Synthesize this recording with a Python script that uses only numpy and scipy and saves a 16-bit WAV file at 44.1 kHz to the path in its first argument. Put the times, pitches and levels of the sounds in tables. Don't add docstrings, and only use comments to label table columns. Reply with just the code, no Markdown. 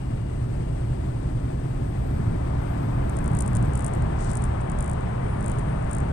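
import sys
import numpy as np
from scipy import signal
from scipy.fft import rfft, irfft, next_fast_len
from scipy.io import wavfile
from scipy.ndimage import uniform_filter1d

SR = 44100
rng = np.random.default_rng(int(sys.argv[2]) if len(sys.argv) > 2 else 0)


def transcribe(signal):
    frames = np.atleast_2d(signal).T
    limited = np.clip(frames, -1, 1)
    pcm = np.round(limited * 32767).astype(np.int16)
    wavfile.write(sys.argv[1], SR, pcm)


N = 269892
T = np.arange(N) / SR
FREQ = np.maximum(np.arange(N // 2 + 1) * SR / N, 1)


# centre_hz, width_hz, relative_db
CAB_MODES = [(61, 9, -3), (70.3, 11.2, 2.5), (111.4, 10, 3), (125.5, 23.5, -2.5), (137.3, 12, -2),
             (161, 15, -6.5), (201, 13.6, -10), (223, 22, -10.5)]

def boom(level_db=-30, tunnel_lift_db=2, settle_s=0.092, waver_db=0.5):
    power = sum(undb(db) ** 2 * resonance(hz, width) for hz, width, db in CAB_MODES)
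    ringing = cab_noise(np.sqrt(power / (1 + (FREQ / 260) ** 6)))
    running_rms = np.sqrt(uniform_filter1d(ringing[0] ** 2, int(settle_s * SR)))
    swell = undb(level_db + tunnel_lift_db * enclosure() + bumps() + waver_db * walk(20))
    return ringing / running_rms * swell


# time_s, cycle_hz
ENGINE_SPEED = [(0, 10.48), (1, 10.77), (2, 11.07), (3, 11.4), (3.7, 11.6), (6.12, 11.55)]
# time_s, load_db
ENGINE_LOAD = [(0, -2), (1, 0), (2, 0), (2.8, 1.5), (3.7, -2), (4.1, -11), (5, -18), (6.12, -8)]
ORDERS = [5, 6, 10, 11, 12, 13, 15, 18, 22, 25, 27, 29, 30, 31, 34, 59]
ORDER_LEVELS = [-38.5, -43, -46, -38.5, -38, -49, -44.5, -55, -53, -48, -53, -56, -54, -54, -52.5, -59]
# centre_hz, width_hz, lift_db
BODY_MODES = [(116, 8, 5), (284, 15, 7), (306, 14, -7), (368, 34, 5.5)]

def engine(waver_db=1.2, rough_db=1.16, jitter_rad=0.11):
    cycle_hz = curve(ENGINE_SPEED) * (1 + .001 * walk(6))
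    cycle_phase = 2 * np.pi * np.cumsum(cycle_hz) / SR
    load_db = curve(ENGINE_LOAD)
    tones = 0
    for order, db in zip(ORDERS, ORDER_LEVELS):
        hardness = min(order / 25, 1) ** 1.6
        amplitude = undb(db + hardness * load_db + waver_db * walk(2.1) + rough_db * walk(14))
        phase = order * cycle_phase + jitter_rad * walk(3.2) + rng.uniform(0, 2 * np.pi)
        tones += amplitude * np.sin(phase)
    return np.sqrt(2) * filtered(tones, undb(modal_lift(BODY_MODES)))


# frequency_hz, density_db
ROAD_SPECTRUM = [(15, -59), (27, -53), (36, -43.5), (52, -57), (90, -58.5), (255, -65.5), (330, -64),
                 (490, -67), (620, -65.5), (800, -70.5), (1400, -79.5), (2400, -85.5), (3200, -90.5),
                 (4500, -97.5), (6000, -103.2), (7500, -106.5), (11000, -110)]
# frequency_hz, density_db
TUNNEL_SPECTRUM = [(60, -58.5), (170, -54), (225, -60), (290, -65.5), (400, -62.5), (490, -64),
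                   (680, -59.5), (1050, -64.5), (1500, -71), (2000, -76.5), (3000, -86), (4500, -99),
                   (6000, -110), (12000, -135)]
# centre_hz, width_hz, lift_db
PANEL_MODES = [(415, 9.8, 1.5), (575, 6, 6), (650, 5.7, 5.5), (672, 17, 1), (1737, 35, 4.5),
               (2032, 72, 3.5), (2290, 130, 1.5)]

def tyres(road_waver_db=0.75, wall_waver_db=-0.08, outside_db=-24, inside_db=-1.22, bump_share=0.082):
    panels_db = modal_lift(PANEL_MODES)
    direct = cab_noise(undb(across(ROAD_SPECTRUM) + panels_db)) * undb(road_waver_db * walk(15))
    walls = undb(outside_db) * (1 - enclosure()) + undb(inside_db) * enclosure()
    echo = cab_noise(undb(across(TUNNEL_SPECTRUM) + panels_db)) * undb(wall_waver_db * walk(8.7))
    return (direct + walls * echo) * undb(bump_share * bumps())


# centre_s, length_s, lift_db
ROAD_BUMPS = [(2.22, 0.35, 4), (2.564, 0.059, 5), (2.955, 0.13, 2), (3.336, 0.08, 6), (3.613, 0.2, 8),
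              (4.025, 0.24, 4.5), (4.486, 0.23, 3)]

def bumps():
    return sum(db * np.exp(-(2 * (T - s) / length) ** 2) for s, length, db in ROAD_BUMPS)


def enclosure(portal_s=2.31, closing_s=0.38):
    return ease(portal_s, closing_s)


# start_s, level_db, edge_share (0 flat, 1 on edge)
KNOCKS = [(3.0954, -33.5, 0.5), (3.168, -31.5, 0.4), (3.1877, -34, 0.6), (3.242, -35.5, 0.5),
          (3.259, -37.5, 0.2), (3.278, -32, 0.7), (3.3149, -43, 0.3), (3.3328, -41, 0.3),
          (3.3498, -31.5, 0.7), (3.369, -34, 0.3), (3.3883, -25.5, 0.6), (3.4062, -21, 0.73),
          (3.4214, -26, 0.67), (3.461, -35, 0.7), (3.478, -28.5, 0.8), (3.5319, -38, 0.4),
          (3.5515, -27, 0.4), (3.559, -30, 0.6), (3.568, -27.5, 0.4), (3.6257, -35.5, 0.24),
          (3.649, -42, 0.4), (3.657, -42, 0.033), (3.7349, -35, 0.4), (3.7534, -28.5, 0.57),
          (3.774, -31, 0.8), (3.7928, -34, 0.7), (3.8067, -34, 0.5), (3.8218, -37, 0.4),
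          (3.845, -25.5, 0.7), (3.8627, -25.5, 0.76), (3.87, -35, 0.6), (3.879, -34, 0.5),
          (3.9353, -34, 0.43), (3.9494, -40, 0.5), (4.0213, -38.5, 0.077), (4.207, -36, 0.0),
          (4.2234, -37, 0.4), (4.244, -35, 0.5), (4.295, -37, 0.4), (4.302, -34, 0.2), (4.3141, -29, 0.4),
          (4.333, -34, 0.8), (4.353, -28, 0.6), (4.37, -27, 0.64), (4.3754, -35, 0.4), (4.4214, -36, 0.7),
          (4.4392, -29, 0.7), (4.4514, -42, 0.2), (4.6074, -43, 0.4), (4.6144, -43, 0.4),
          (4.6982, -33.5, 0.3), (4.7177, -36, 0.4), (4.787, -33.5, 0.3), (4.8065, -28, 0.68),
          (4.8249, -31.5, 0.7), (4.8429, -35, 0.7), (4.8599, -37, 0.7), (4.8778, -36, 0.5),
          (4.8963, -32.5, 0.7), (4.9136, -35, 0.7), (4.9322, -36, 0.6), (5.007, -44, 0.0),
          (5.4076, -39, 0.34), (5.4261, -39, 0.2), (5.442, -38.5, 0.5), (5.461, -30, 0.6), (5.48, -31, 0.7),
          (5.4974, -34.5, 0.5), (5.5166, -31, 0.5), (5.5857, -36.5, 0.2), (5.5924, -38, 0.6),
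          (5.8242, -45, 0.0), (5.8446, -45, 0.4), (5.895, -46, 0.1), (5.912, -32, 0.6), (5.9305, -28, 0.76),
          (5.949, -30.5, 0.6), (5.9665, -36.5, 0.7), (5.9835, -32.5, 0.4), (6.0024, -37, 0.5)]
# frequency_hz, flat_landing_db, edge_landing_db
CONTACT_SPECTRUM = [(1500, -8, -10), (4000, -2, -10), (5500, 1.3, -5), (7100, 4.5, 1), (8300, -0.7, -0.5),
                    (9330, 4.5, 8.3), (10100, -5, 6.5), (10500, -9, -4), (11800, -12, -11),
                    (13500, -19, -19), (16000, -21, -17)]

def rattle(first_gap_s=0.0013, rebound=.78, scatter_db=2.5, left_db=9, right_db=0.5,
           tail_db=-10, tail_t60_s=0.2):
    bounces = np.array([0.65, 0.97, 0.69, 0.2, 0.12])
    flat, edge = np.zeros((2, N))
    for start_s, level_db, edge_share in KNOCKS:
        lateness, force = rng.standard_normal((2, len(bounces)))
        gaps_s = first_gap_s * rebound ** np.arange(len(bounces)) * np.exp(0.24 * lateness)
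        contacts = ((start_s + np.cumsum(gaps_s) - gaps_s) * SR).astype(int)
        sizes = bounces * undb(scatter_db * force)
        sizes *= undb(level_db) / np.linalg.norm(sizes)
        flat[contacts] += (1 - edge_share) * sizes
        edge[contacts] += edge_share * sizes
    clicks = filtered(flat, undb(across(CONTACT_SPECTRUM)))
    clicks += filtered(edge, undb(across(CONTACT_SPECTRUM, column=2)))
    tail = rng.standard_normal((2, N)) * undb(-60 * T / tail_t60_s)
    tail /= np.linalg.norm(tail[0])
    return clicks * undb([[left_db], [right_db]]) + undb(tail_db) * filtered(clicks, rfft(tail))


# time_s, level_db
TURBO_LEVEL = [(0, -77), (1.6, -74), (2.05, -67), (2.55, -76), (2.68, -66), (3.25, -69), (3.65, -70),
               (3.88, -78), (4.03, -74), (4.2, -82), (4.4, -74), (4.5, -79), (4.7, -84), (5.15, -85),
               (5.3, -73.5), (5.7, -75.5), (6.12, -86)]

def turbo(start_hz=11818, creep_hz_per_s=20, drop_hz=2868, ease_off_s=3.61, run_down_s=.99):
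    fallen = np.clip((T - ease_off_s) / run_down_s, 0, 1) ** 1.8
    pitch_hz = start_hz + creep_hz_per_s * T - drop_hz * fallen
    unsettled = 4 * fallen * (1 - fallen)
    return whistle(pitch_hz, curve(TURBO_LEVEL),
                   wobble_share=.0004 * (1 + 5 * unsettled),
                   flutter_db=2.2 * (1 + unsettled / 2),
                   blur_rad=.42 * (1 - fallen / 2 + unsettled / 2))


def whine(pitch_hz=2826, start_db=-62.5, fade_db_per_s=4, end_s=1.1):
    tone = whistle(pitch_hz, start_db - fade_db_per_s * T, wobble_share=.001, flutter_db=2.5)
    return tone * (1 - ease(end_s, 0.1))


def intake(centre_hz=4500, width_hz=900, density_db=-98.5, load_share=0.68):
    band = np.sqrt(resonance(centre_hz, width_hz)) * resonance(centre_hz, 4 * width_hz)
    return cab_noise(band) * undb(density_db + load_share * curve(ENGINE_LOAD))


def vent(start_s=4.15, attack_s=.06, hold_s=.085, release_s=.066, density_db=-90, sputter_db=1):
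    band = resonance(centre_hz=4200, width_hz=6000) / (1 + (FREQ / 9500) ** 8)
    opening = np.clip((T - start_s) / attack_s, 0, 1)
    pressure = np.exp(-np.maximum(T - start_s - attack_s - hold_s, 0) / release_s)
    return cab_noise(band) * opening * pressure * undb(density_db + sputter_db * walk(120))


def whistle(pitch_hz, level_db, wobble_share, flutter_db, blur_rad=0.23):
    pitch_hz = pitch_hz * (1 + wobble_share * walk(40))
    phase = 2 * np.pi * np.cumsum(pitch_hz) / SR + blur_rad * walk(400)
    return np.sqrt(2) * undb(level_db + flutter_db * walk(25)) * np.sin(phase)


# frequency_hz, power_share
COHERENCE = [(60, 1), (125, 1), (250, 0.75), (500, 0.92), (1000, 0.46), (2000, 0.48), (5000, 0.25),
             (9000, 0.01)]

def cab_noise(gain):
    noise = rng.standard_normal((3, N))
    share = across(COHERENCE)
    common = filtered(noise[0], gain * np.sqrt(share))
    separate = filtered(noise[1:], gain * np.sqrt(1 - share))
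    return np.sqrt(SR / 2) * (common + separate)


def resonance(centre_hz, width_hz):
    return 1 / (1 + ((FREQ / centre_hz - centre_hz / FREQ) * centre_hz / width_hz) ** 2)


def modal_lift(modes):
    return sum(db * resonance(hz, width) for hz, width, db in modes)


def walk(rate_hz):
    size = next_fast_len(N, real=True)
    low_pass = np.exp(-(np.arange(size // 2 + 1) * SR / size / rate_hz) ** 2)
    drift = irfft(rfft(rng.standard_normal(size)) * low_pass, size)[:N]
    return drift / drift.std()


def ease(at_s, over_s):
    return .5 + .5 * np.tanh((T - at_s) / over_s / 2)


def curve(rows):
    return np.interp(T, *np.transpose(rows))


def across(rows, column=1):
    columns = np.transpose(rows)
    return np.interp(np.log(FREQ), np.log(columns[0]), columns[column])


def filtered(sound, response):
    return irfft(rfft(sound) * response, N)


def undb(db):
    return 10 ** (np.asarray(db) / 20)


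def scene():
    return boom() + engine() + tyres() + turbo() + intake() + whine() + vent() + rattle()


# frequency_hz, gain_db, lag_s
RIGHT_PORT = [(60, 1, 0.0002), (174, 0, 0.00042), (340, 0.5, 0.00071), (606, -4.5, 0.00074),
              (980, -4.5, 0.00066), (1690, -10, 0.00068), (3170, -15, 0.00055), (5400, -14, 0.000625),
              (8550, -22.5, 0.000717), (14000, -10, 0.00055)]

def record(dry, port_hz=8480, port_width_hz=830, hiss_density_db=-119, top_hz=15800):
    port = 1 / (1 - (FREQ / port_hz) ** 2 + 1j * FREQ * port_width_hz / port_hz ** 2)
    right = undb(across(RIGHT_PORT)) * np.exp(-2j * np.pi * FREQ * across(RIGHT_PORT, column=2))
    soft_ends = np.minimum(1, np.minimum(T, T[::-1]) / .003)
    heard = filtered(dry * soft_ends, np.array([port, port * right]))
    hiss = undb(hiss_density_db) * np.sqrt(SR / 2) * rng.standard_normal((2, N))
    low_pass = signal.ellip(8, .2, 70, top_hz, fs=SR, output="sos")
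    return signal.sosfilt(low_pass, heard + hiss)


dry = scene()
out = record(dry)
transcribe(out)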